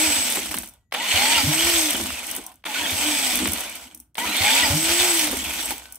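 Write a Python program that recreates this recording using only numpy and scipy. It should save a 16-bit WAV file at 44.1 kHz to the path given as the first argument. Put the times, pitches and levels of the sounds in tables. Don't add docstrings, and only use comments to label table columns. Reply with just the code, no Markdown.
import sys
import numpy as np
from scipy import signal
from scipy.fft import rfft, irfft, next_fast_len
from scipy.io import wavfile
from scipy.ndimage import uniform_filter1d, map_coordinates

SR = 44100
rng = np.random.default_rng(int(sys.argv[2]) if len(sys.argv) > 2 else 0)


def pcm_store(signal):
    levels = np.round(np.clip(np.atleast_2d(signal), -1, 1) * 32767)
    wavfile.write(sys.argv[1], SR, levels.astype(np.int16).T)


def gain_from_db(level_db):
    decades = np.asarray(level_db, float) / 20
    return 10 ** decades


N = 263718
T = np.arange(N) / SR


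def unit(x):
    return x / np.sqrt(np.mean(x ** 2) + 1e-20)


def along(points, hz):
    point_hz, value = np.transpose(points)
    return np.interp(np.log(hz + 1), np.log(point_hz + 1), value)


def curves(rows):
    s, *columns = np.transpose(rows)
    return [np.interp(T, s, column) for column in columns]


def wobble(knots_per_s):
    coarse_s = T[::4]
    knots = rng.standard_normal(int(N * knots_per_s / SR) + 4)
    return unit(np.interp(T, coarse_s, map_coordinates(knots, [coarse_s * knots_per_s])))


def filtered(x, response):
    m = next_fast_len(N + SR // 8)
    return irfft(rfft(x, m) * response(np.fft.rfftfreq(m, 1 / SR)), m)[..., :N]


def resonance(f, centre_hz, width_hz):
    return 1j * f * width_hz / (centre_hz ** 2 - f * f + 1j * f * width_hz)


def modes(table):
    return lambda f: sum((-1) ** k * gain_from_db(db) * resonance(f, hz, width_hz)
                         for k, (hz, width_hz, db) in enumerate(table))


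def pair(response, lumps_db):
    return unit(filtered(rng.standard_normal((2, N)) * gain_from_db(lumps_db), response))


def patchy(x, depth_db):
    z = signal.stft(x, nperseg=256)[2]
    field = uniform_filter1d(rng.standard_normal(z.shape[1:]), 4, 0)
    field = uniform_filter1d(field, 12, 1)
    return unit(signal.istft(z * gain_from_db(depth_db * unit(field)), nperseg=256)[1][:, :N])


def tone(rows, orders):
    hz, db = curves(rows)
    start_s, end_s = rows[0][0], rows[-1][0]
    on = np.interp(T, [start_s - .02, start_s, end_s, end_s + .02], [0, 1, 1, 0])
    phase = 2 * np.pi * np.cumsum(hz * (1 + .0025 * wobble(30))) / SR
    total = 0
    for multiple, level_db, flutter_db in orders:
        gain = np.sqrt(2) * gain_from_db(level_db + flutter_db * wobble(35))
        total = total + gain * np.sin(multiple * phase)
    return on * gain_from_db(db) * total


def glides(rows, rise_s):
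    out = np.zeros(N + SR)
    for s, length_s, from_hz, to_hz, db in rows:
        t = np.arange(round((length_s + 3 * rise_s) * SR)) / SR
        hz = from_hz + (to_hz - from_hz) * np.clip(t / length_s, 0, 1)
        shape = np.clip(t / rise_s, 0, 1) * np.exp(-np.clip(t - length_s, 0, None) / rise_s)
        sine = np.sin(2 * np.pi * np.cumsum(hz) / SR)
        out[round(s * SR):][:len(t)] += np.sqrt(2) * gain_from_db(db) * shape * sine
    return out[:N]


# (start_s, effort_db, airflow_over_effort_db)
BURSTS = [
    [(0.0, -25, -1.5), (0.27, -29, -0.5), (0.35, -31, 2), (0.41, -34, 0), (0.496, -41, 4), (0.57, -43, 4),
     (0.64, -49.5, 3), (0.7, -57.5, -1)],
    [(0.938, -34.5, -13), (1.114, -24.5, -4), (1.26, -21.5, -5.5), (1.382, -22, -6), (1.438, -28, -1),
     (1.754, -23.5, -1.5), (1.936, -31.5, 1), (2.116, -37.5, 1), (2.374, -37, -2.5), (2.405, -46, 0),
     (2.5, -57.5, -1)],
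    [(2.653, -45.5, 3), (2.748, -27.5, -9.5), (2.972, -31.5, 1.5), (3.176, -27.5, -1.5), (3.38, -29.5, 0.5),
     (3.42, -32.5, -1.5), (3.604, -35, -3), (3.824, -44.5, -1), (3.92, -57, -4)],
    [(4.18, -32, -3.5), (4.33, -28, -6), (4.44, -22, -4), (4.61, -20, -7), (4.776, -31.5, 2.5),
     (4.902, -23, -2.5), (5.24, -27.5, 1), (5.31, -33.5, 0), (5.72, -35, 0.5), (5.755, -42, -0.5),
     (5.86, -52.5, -0.5)],
]
STOP_DB_PER_S = [190, 160, 150, 75]


def drive():
    brake_db_per_s2 = 207
    out = np.zeros((3, N))
    for burst, stop_db_per_s in zip(BURSTS, STOP_DB_PER_S):
        start_s, end_s = burst[0][0], burst[-1][0]
        effort_db, air_db = curves(burst)
        late_s = (T - end_s).clip(0)
        effort_db = effort_db - (stop_db_per_s + brake_db_per_s2 * late_s) * late_s
        since_s = T - start_s + (start_s < .01)
        out = np.where(T >= start_s, [effort_db, air_db, since_s], out)
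    return out


# (start_s, peak_db)
JERKS = [
    (0.372, -27.5),
    (0.949, -32),
    (2.664, -30.5),
    (4.184, -34.5),
]
# (from_s, to_s)
PULLING = [
    (-.1, 0.29),
    (1.17, 1.88),
    (2.9, 3.35),
    (4.42, 5.28),
]
# (centre_hz, width_hz, level_db)
HOUSING = [(2330, 800, 1.5), (3186, 353, 3), (4280, 330, -4), (1720, 810, -9.5), (6200, 890, -10.5)]
# (centre_hz, width_hz, level_db)
COGS = [(1977, 67, -19), (2194, 52, -17.5), (2357, 170, -8.5), (2544, 110, -13.5), (2970, 160, -8),
        (3224, 140, -13.5), (3486, 170, -7.5), (4480, 140, -17.5)]
# (centre_hz, width_hz, level_db)
CHUCK = [(680, 171, 3.5), (920, 180, 0.5), (1483, 183, -2), (410, 460, -5.5)]
# (centre_hz, width_hz, level_db)
COVER = [(5800, 400, -5), (8150, 800, 1), (9900, 400, -4), (11000, 450, -4), (12800, 400, -3),
         (14600, 400, -9)]
# (freq_hz, density_db)
FAN = [(2350, -19.5), (4000, -7), (4560, -7.5), (4830, -3.5), (6250, -3.5), (7250, -7.5), (8130, -3),
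       (8370, -1.5), (8710, -4), (9270, -7.5), (11900, -8), (13100, -7.5), (15700, -13)]
# (centre_hz, width_hz, level_db)
STEEL = [(8220, 310, 0), (7860, 450, -4)]
# (start_s, shift_hz, level_db)
STEEL_LOAD = [(1.1, -100, 4), (1.2, 60, -5), (1.31, 0, 5), (1.42, 40, -8), (1.54, 79.5, 2),
              (1.66, -29.5, -0.5), (1.77, 59.5, 1), (1.9, 80, 0.5), (4.46, -150, 0.5), (4.61, -170, 1.5),
              (4.7, -39.5, -3.5), (5.12, -19.5, 2), (5.27, 79, -13)]


def gears():
    effort_db, air_db, since_s = drive()
    jerk_db_per_s = 503.5
    jerk = sum(gain_from_db(db - jerk_db_per_s * np.abs(T - s)) * (since_s < T - s + .016) for s, db in JERKS)
    pulled = uniform_filter1d(sum(1. * (T > a) * (T < b) for a, b in PULLING), size=5000)
    free = 1 - pulled
    fan_db = effort_db + air_db
    chatter_db = 0.38 * wobble(30) + 0.5 * wobble(70) + 0.84 * wobble(400) + 2.34 * wobble(3000)

    shell_lumps_db = chatter_db + 0.42 * wobble(17) + 2.5 * (1 - .6 * pulled) * wobble(80)
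    housing = pair(modes(HOUSING), shell_lumps_db)
    impacts = rng.standard_normal((2, N)) * gain_from_db(chatter_db)
    struck = filtered(impacts, lambda f: np.array([[resonance(f, hz, width_hz)] for hz, width_hz, _ in COGS]))
    for (_, _, db), cog in zip(COGS, struck):
        housing = housing + gain_from_db(db) * unit(cog * gain_from_db(3 * wobble(30)))
    housing = (gain_from_db(effort_db) + jerk) * gain_from_db(-4) * housing

    growl = gain_from_db(-37 + 0.79 * (effort_db + 30) + 0.02 * air_db) + jerk
    chuck = pair(lambda f: modes(CHUCK)(f) * f / (f + 300), chatter_db + 1.37 * wobble(14))
    chuck = growl * gain_from_db(-3.0 + 0.5 * pulled) * chuck

    cover = patchy(pair(modes(COVER), chatter_db + 2.2 * wobble(120)), depth_db=3.0)
    cover = gain_from_db(fan_db - 2.5) * free * cover

    rattle_db = free * wobble(79)
    rush = pair(lambda f: gain_from_db(along(FAN, f)), 0.73 * chatter_db + 0.64 * wobble(40) + rattle_db)
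    fan = gain_from_db(fan_db + 1.0 - 4 * free) * patchy(rush, depth_db=1.0)

    steel = gain_from_db(fan_db - 16 * free - 3) * pair(lambda f: modes(STEEL)(f) ** 2, 2.2 * wobble(60))
    shift_hz, load_db = curves(STEEL_LOAD)
    analytic = signal.hilbert(steel, next_fast_len(N))[:, :N]
    steel = gain_from_db(load_db) * np.real(analytic * np.exp(2j * np.pi * np.cumsum(shift_hz) / SR))
    return housing + chuck + fan + steel + cover


# (start_s, turns_hz, hum_db)
HUM_A = [(0.0, 305, -32), (0.046, 319, -32), (0.156, 271.5, -44), (0.168, 273.3, -37), (0.36, 225.6, -54.5)]
HUM_B = [(1.079, 193.1, -54), (1.296, 271.6, -41), (1.358, 283.8, -46), (1.442, 275.7, -34.5),
         (1.505, 305, -35), (1.7, 347.0, -34.5), (1.86, 307.4, -33), (1.97, 254.3, -51.5),
         (2.029, 255, -50)]
HUM_C = [(2.73, 205, -63), (2.818, 309, -40.5), (2.92, 241.3, -64), (2.982, 278.8, -46.5),
         (3.08, 304.7, -33.5), (3.356, 235.8, -49), (3.4, 250, -45.5), (3.44, 257, -38.5)]
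HUM_D = [(4.48, 245.3, -62), (4.535, 264.7, -35), (4.621, 299.3, -46), (4.698, 278.7, -34),
         (4.797, 317, -36), (5.049, 361.6, -33.5), (5.264, 301.3, -38), (5.362, 284, -58)]
# multiple, level_db, flutter_db
SECOND = (2, -14, 3.5)
THIRD = (3, -21, 4)
# (start_s, pitch_hz, level_db)
WHINE_A = [(1.13, 690, -44), (1.18, 765, -36), (1.23, 830, -33), (1.306, 925, -34), (1.36, 968, -33),
           (1.394, 870, -31), (1.425, 800, -44)]
WHINE_B = [(4.39, 743, -43), (4.479, 848, -29), (4.531, 900, -36), (4.588, 965, -36.5), (4.634, 988, -42),
           (4.664, 862, -27.5), (4.69, 800, -58)]
# (start_s, length_s, from_hz, to_hz, level_db)
SQUEALS = [(.96, .085, 760, 1050, -39), (1, .04, 1900, 2080, -40), (1.375, .03, 2550, 2250, -31),
           (4.2, .05, 1900, 2050, -38), (1.375, .035, 5200, 4600, -30), (1.77, .15, 6700, 5850, -37),
           (1.94, .02, 3500, 2950, -32), (2.682, .035, 880, 825, -38), (2.79, .07, 990, 880, -43),
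           (5.83, .1, 1530, 1500, -62), (2.752, .026, 1430, 1530, -35), (2.835, .028, 3500, 3170, -30),
           (4.2, .045, 900, 990, -35), (4.62, .018, 2080, 1920, -28), (4.635, .022, 5250, 4780, -27),
           (5.28, .018, 4300, 3600, -35), (1.17, .1, 4130, 4580, -35), (1.36, .04, 1450, 1290, -36),
           (4.57, .06, 1430, 1460, -39), (4.27, .06, 3930, 4070, -36), (5.71, .015, 950, 780, -36),
           (1.52, .18, 12400, 13900, -40), (1.72, .13, 13900, 12500, -42), (4.74, .13, 12400, 13400, -43),
           (1.5, .06, 6050, 6400, -39), (2.96, .12, 820, 950, -46), (3.1, .22, 940, 740, -44)]


def motor():
    hum = sum(tone(rows, [(1, 0, 1), SECOND, THIRD]) for rows in (HUM_A, HUM_B, HUM_C, HUM_D))
    whine = sum(tone(rows, [(1, 0, 1.5)]) for rows in (WHINE_A, WHINE_B))
    squeals = glides(SQUEALS, rise_s=.006) * gain_from_db(2.2 * wobble(150))
    return hum + whine + squeals


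# (start_s, buzz_over_steady_db, rumble_over_steady_db)
SHUDDERS = [(0.59, 11, 6), (0.83, -14, 6.5), (1.45, 9.5, 2), (1.82, -15, -1), (2.01, 9.5, 6),
            (2.22, -9.5, 0), (2.42, -0.5, -2), (2.88, 5.5, 2), (3.451, 14.5, 4), (3.78, -12, -3),
            (4.02, 10, 9), (4.31, 7.5, -2), (4.711, 10.5, 8), (5.13, -11, -16), (5.33, 7.5, 9),
            (5.85, -8, -1)]
# (start_s, peak_db)
ROCKS = [(0.369, -21), (0.579, -41), (1.944, -23), (1.998, -24.5), (2.38, -28.5), (2.657, -34.5),
         (3.413, -25), (3.4545, -21), (3.518, -28), (4.18, -30), (5.291, -28), (5.326, -21.5),
         (5.715, -29.5)]
# (centre_hz, width_hz, level_db)
TABLE_TOP = [(200, 49, -0.5), (257, 22.7, 4), (316.3, 35, 1.5)]
# (freq_hz, density_db)
RUMBLE = [(25, -27), (45, 2), (65, 9), (100, -12.5), (140, -14.5), (200, -51.5)]


def bench():
    effort_db, _, since_s = drive()
    knee_db, shudder_s, flywheel_s = -39.5, 0.16, 0.32
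    fading_db = (effort_db - knee_db).clip(None, 0)
    swells_db = sum(np.outer(db, (1 - np.abs(T - s) / shudder_s).clip(0)) for s, *db in SHUDDERS)
    buzz_db = -44 + 0.78 * fading_db + swells_db[0]
    spin_up_db = -15.5 * (1 - since_s / flywheel_s).clip(0)
    rumble_db = -52 + 0.43 * fading_db + swells_db[1] + spin_up_db
    buzz = gain_from_db(buzz_db - 3.5) * pair(lambda f: modes(TABLE_TOP)(f) ** 2, 1.5 * wobble(25))
    rumble = gain_from_db(rumble_db - 2.0) * pair(lambda f: gain_from_db(along(RUMBLE, f)), 2.9 * wobble(8.8))
    jolts = 0
    for s, db in ROCKS:
        decay = gain_from_db(db - 7.5 - 60 * (T - s).clip(0) / 0.13)
        jolts = jolts + decay * ((T - s) / 0.0043).clip(0, 1)
    boom = jolts * pair(modes([(276, 78, -1.5), (453, 124, -4.5), (800, 370, -11.5)]), 0)
    return buzz + boom + rumble


# (freq_hz, density_db)
QUIET = [(30, 0.5), (60, 1.5), (110, 5), (160, -5.5), (250, -10.5), (400, -18), (900, -41.5), (2000, -40),
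         (7000, -45), (12000, -59), (16000, -72)]
# (pitch_hz, level_db)
BUZZ = [(1941, -89), (6805, -92), (11489, -96)]


def workshop():
    lines = sum(np.sqrt(2) * gain_from_db(db) * np.sin(2 * np.pi * hz * T) for hz, db in BUZZ) * (T < 2)
    return gain_from_db(-70.5) * pair(lambda f: gain_from_db(along(QUIET, f)), 0) + lines


# (start_s, peak_db, pitch_hz)
THUMPS = [(0.074, -33.5, 76.4), (0.178, -37.5, 78.4), (0.489, -38, 79), (0.571, -40.5, 83),
          (1.14, -26, 86.4), (1.367, -32, 72.7), (1.441, -21.5, 93.5), (1.646, -32.5, 72.5),
          (1.737, -32, 64), (1.95, -39, 55.94), (2.021, -33, 80), (2.123, -36, 70), (2.229, -49.5, 59.2),
          (2.81, -41, 75), (2.923, -29.5, 91), (3.418, -33, 76), (3.481, -28.5, 82), (3.547, -38, 67),
          (4.258, -40, 73), (4.405, -26, 93.3), (4.629, -33, 73), (4.701, -19.5, 91.5), (4.891, -34.5, 75),
          (5.0, -36, 72.4), (5.271, -44, 99), (5.369, -33.5, 67.7), (5.462, -37, 75), (5.699, -56, 56.1)]
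# (start_s, length_s, from_hz, to_hz, level_db)
POPS = [
    (1.462, 0.035, 141.4, 150, -25),
    (4.72, 0.046, 131, 160, -27),
]


def engine():
    out = np.zeros(N + SR)
    t = np.arange(SR // 5) / SR
    for s, db, hz in THUMPS:
        shape = gain_from_db(db + 2.5 - 60 * t / 0.14) * (1 - np.exp(-t / 0.0048))
        out[round(s * SR):][:len(t)] += shape * np.sin(2 * np.pi * hz * t)
    return out[:N] + glides(POPS, rise_s=0.018)


# (freq_hz, t60_s)
WALLS = [(200, 0.34), (2000, 0.32), (12000, 0.054)]


def walls(x):
    hz, t, z = signal.stft(rng.standard_normal((2, SR // 2)), SR, nperseg=256)
    decay = gain_from_db(-60 * t / along(WALLS, hz)[:, None])
    tail = signal.istft(z * decay, SR, nperseg=256)[1]
    return signal.fftconvolve(x[None], tail / np.linalg.norm(tail[0]), axes=1)[:, :N]


# (start_s, peak_db)
CLICKS = [(0.5675, -11), (0.585, -7), (0.737, -33.5), (0.7562, -55), (1.9058, -2), (2.3125, -7.5),
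          (2.3634, -8.5), (2.4645, -15), (2.556, -36), (3.373, -6), (3.473, -7), (3.5333, -4),
          (3.6057, -8.5), (3.7539, -16.5), (3.9466, -18), (3.9742, -29), (4.0003, -21.5), (4.1446, -36.5),
          (4.3665, -6), (5.192, -2.5), (5.2424, -6.5), (5.3702, -10), (5.63, -16), (5.6568, -8.5),
          (5.78, -18), (5.9232, -18), (5.9452, -26), (5.9556, -20)]
# (start_s, peak_db)
CLACKS = [(0.3544, -9), (0.4566, -17), (0.5112, -12.5), (0.5412, -10), (0.6332, -22), (0.9392, -17.5),
          (1.5856, -20.5), (1.9294, -11), (2.5162, -35), (2.653, -28.5), (2.659, -21.5), (2.671, -27.5),
          (4.17, -23), (5.2714, -11.5), (5.7052, -11)]
# (start_s, peak_db)
KNOCKS = [(0.5744, -20.5), (0.911, -53), (0.9234, -16.5), (0.92, -42), (2.623, -61), (2.6385, -40),
          (3.3893, -18), (3.4562, -16.5), (4.1532, -26), (5.5926, -20.5)]
# (start_s, peak_db)
TINKLES = [(.301, -6), (.323, -6), (.622, -18), (.637, -28), (.659, -25), (.674, -23), (.687, -24),
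           (.694, -26), (.962, -18), (1.965, -10), (2.038, -13), (2.074, -23), (2.268, -13), (2.288, -17),
           (2.301, -14), (2.35, -12), (2.439, -25), (2.541, -36), (2.709, -22), (2.877, -17), (2.906, -8),
           (3.355, -1), (3.389, -9), (3.446, -17), (3.486, -8), (3.519, -7), (3.554, -18), (3.574, -17),
           (3.582, -17), (3.593, -16), (3.613, -23), (3.636, -19), (3.696, -17), (3.961, -41), (3.994, -37),
           (4.009, -36.5), (4.171, -28), (4.188, -12), (4.239, -19), (4.262, -15), (4.312, -16),
           (4.751, -10), (4.757, -16), (5.138, -7), (5.173, -15), (5.27, -13), (5.312, -10), (5.318, -8),
           (5.849, -37), (5.883, -38), (5.903, -38), (5.962, -31)]
# (start_s, peak_db)
TAPS = [(.371, -21), (.431, -32), (.525, -33), (.531, -29), (.633, -34.5), (1.952, -18.5), (2.059, -25),
        (2.104, -22.5), (2.254, -39), (2.481, -47), (3.477, -24), (3.561, -26.5), (3.583, -32),
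        (4.838, -25), (4.892, -26), (5.325, -25.5), (5.344, -33), (5.6, -31), (5.691, -37), (5.82, -34),
        (5.856, -33), (5.909, -44)]
# (centre_hz, width_hz, level_db)
TAPPET = [(5820, 460, -1.5), (8580, 840, 3), (10420, 1100, -1), (11460, 770, -1.5), (13600, 820, -3),
          (15200, 700, -3)]


def ticks():
    sorts = [  # rows, low_share_db, t60_s, rise_s, walls_db
        (CLICKS, -29, 0.018, 0.0003, -17),
        (CLACKS, -2.2, 0.051, 0.0015, -19.5),
        (KNOCKS, 9.1, 0.012, 0.0015, -15),
        (TINKLES, -30, 0.015, .0004, -16.5),
        (TAPS, 14, 0.0085, 0.00077, -22.5)]
    bright, dull = np.zeros((2, 2, N + SR))
    t = np.arange(SR // 8) / SR
    for rows, low_db, t60_s, rise_s, walls_db in sorts:
        crack = np.clip(t / rise_s, 0, 1) * gain_from_db(-60 * t / t60_s)
        shape = crack + gain_from_db(walls_db - 60 * t / 0.19)
        shape = shape * (1 + 0.3 * gain_from_db(-60 * np.abs(t - rise_s) / 0.0048))
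        for s, db in rows:
            noise = rng.standard_normal((2, len(t)))
            hit = shape * noise / np.std(noise[0, :SR // 250])
            span = slice(round(s * SR), round(s * SR) + len(t))
            bright[:, span] += gain_from_db(db - 5.5) * hit
            dull[:, span] += gain_from_db(db + low_db - 7.5) * hit
    high = filtered(bright[:, :N], lambda f: (modes(TAPPET)(f) + 0.2) * (1j * f / (6500 + 1j * f)) ** 2)
    low = signal.sosfilt(signal.butter(2, [450, 4200], "band", fs=SR, output="sos"), dull)
    return high + low[:, :N]


# (start_s, peak_db)
SNAPS = [(.9237, -13), (.9467, -11), (.9484, -18), (.955, -16), (2.6415, -24), (2.656, -19), (2.6628, -19),
         (2.665, -17), (2.6707, -17), (3.4567, -12), (3.478, -21), (4.181, -15), (4.1868, -20),
         (.5765, -19), (.3715, -16), (.5125, -20), (.634, -29)]
# (centre_hz, width_hz, level_db)
CASE = [(880, 350, 0), (2270, 560, 3), (3500, 600, -3)]


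def snaps():
    blows = np.zeros(N)
    for s, db in SNAPS:
        blows[round(s * SR)] = gain_from_db(db + 17)
    return filtered(blows, modes(CASE)) * np.array([[1], [.4]])


# (start_s, length_s, from_hz, to_hz, level_db)
RINGS = [(1.08, 0.31, 4210, 4610, -37), (4.36, 0.23, 4200, 4720, -36.5), (1.17, .1, 2110, 2224, -32),
         (1.34, 0.017, 2905, 2895, -22.5), (1.575, 0.022, 2600, 3120, -23.5), (1.8, 0.055, 6370, 6320, -35),
         (2.05, 0.14, 2894, 2500, -41), (2.42, 0.1, 902, 883, -53.5), (2.86, 0.072, 3570, 3560, -34),
         (2.95, .44, 2512, 2384, -37), (2.7, 0.041, 903, 1100, -44), (2.815, 0.048, 1810, 1750, -38),
         (1.2, 0.21, 1660, 1950, -41), (4.24, 0.086, 1237, 1413, -39), (4.26, .08, 2480, 2800, -40),
         (3.0, 0.108, 3130, 3106, -33), (3.05, 0.347, 3510, 3450, -37.5), (3.66, 0.045, 2400, 2390, -41),
         (3.75, .14, 12800, 12800, -61), (4.33, 0.077, 3460, 3590, -34.5), (4.4, 0.045, 2090, 2056, -31),
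         (4.44, 0.098, 3310, 3436, -27.5), (4.45, 0.055, 2300, 2300, -27.5), (4.47, .03, 1694, 1686, -28),
         (5.4, 0.104, 12900, 12800, -54), (5.41, 0.086, 3290, 3400, -42), (5.43, 0.11, 2683, 2470, -39),
         (5.52, .04, 14600, 14600, -44), (5.7, 0.061, 14700, 14700, -43), (5.94, .03, 14700, 14700, -60),
         (1.55, 0.27, 13260, 13600, -46)]


def rings():
    return sum(glides(RINGS[k::2], rise_s=.012) * [wobble(420), 0.57 * wobble(420)] for k in range(2))


# (freq_hz, correlation)
ALIKE = [(60, 0.96), (200, 1), (400, 0.89), (700, 0.94), (1400, 0.52), (3000, 0.55), (5000, 0.036),
         (8000, 0.5), (15000, 0.23)]
# (freq_hz, level_db)
LEAN = [(60, -1), (110, 1), (200, -0.5), (380, -2), (700, -1.0), (1290, -1.5), (2380, 0), (4400, -2.5),
        (8120, 0), (15000, 1)]
# (freq_hz, phase_rad)
LEAD = [(100, 0.084), (690, -0.57), (1290, -0.57), (1810, 0.22), (3100, -0.76), (5000, -1.25),
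        (9000, -1.21)]


def scene():
    tones = motor() + engine()
    both = gears() + bench() + workshop() + ticks() + snaps() + rings()
    both = both + [tones, 0.19 * tones] + gain_from_db([[-14], [-6]]) * walls(tones)

    def spread(f):
        angle = np.arccos(np.clip(along(ALIKE, f), -1, 1)) / 2
        return np.array([np.cos(angle), np.sin(angle)])

    mid, side = np.sqrt(2) * filtered(both, spread)
    half = np.array([[.5], [-.5]])
    ports = np.array([mid + side, mid - side])
    return filtered(ports, lambda f: gain_from_db(along(LEAN, f) * half) * np.exp(1j * along(LEAD, f) * half))


def roll_off(x):
    return signal.sosfilt(signal.butter(12, 16830, fs=SR, output="sos"), x)


def record(dry):
    limited = dry / (1 + np.abs(dry / .62) ** 4) ** (1 / 4)
    top_hz = 15800
    band = lambda f: np.clip((top_hz - f) / 90, 0, 1) * f ** 3 / (f ** 3 + 40 ** 3)
    return roll_off(filtered(limited, band))


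dry = scene()
out = record(dry)
pcm_store(out)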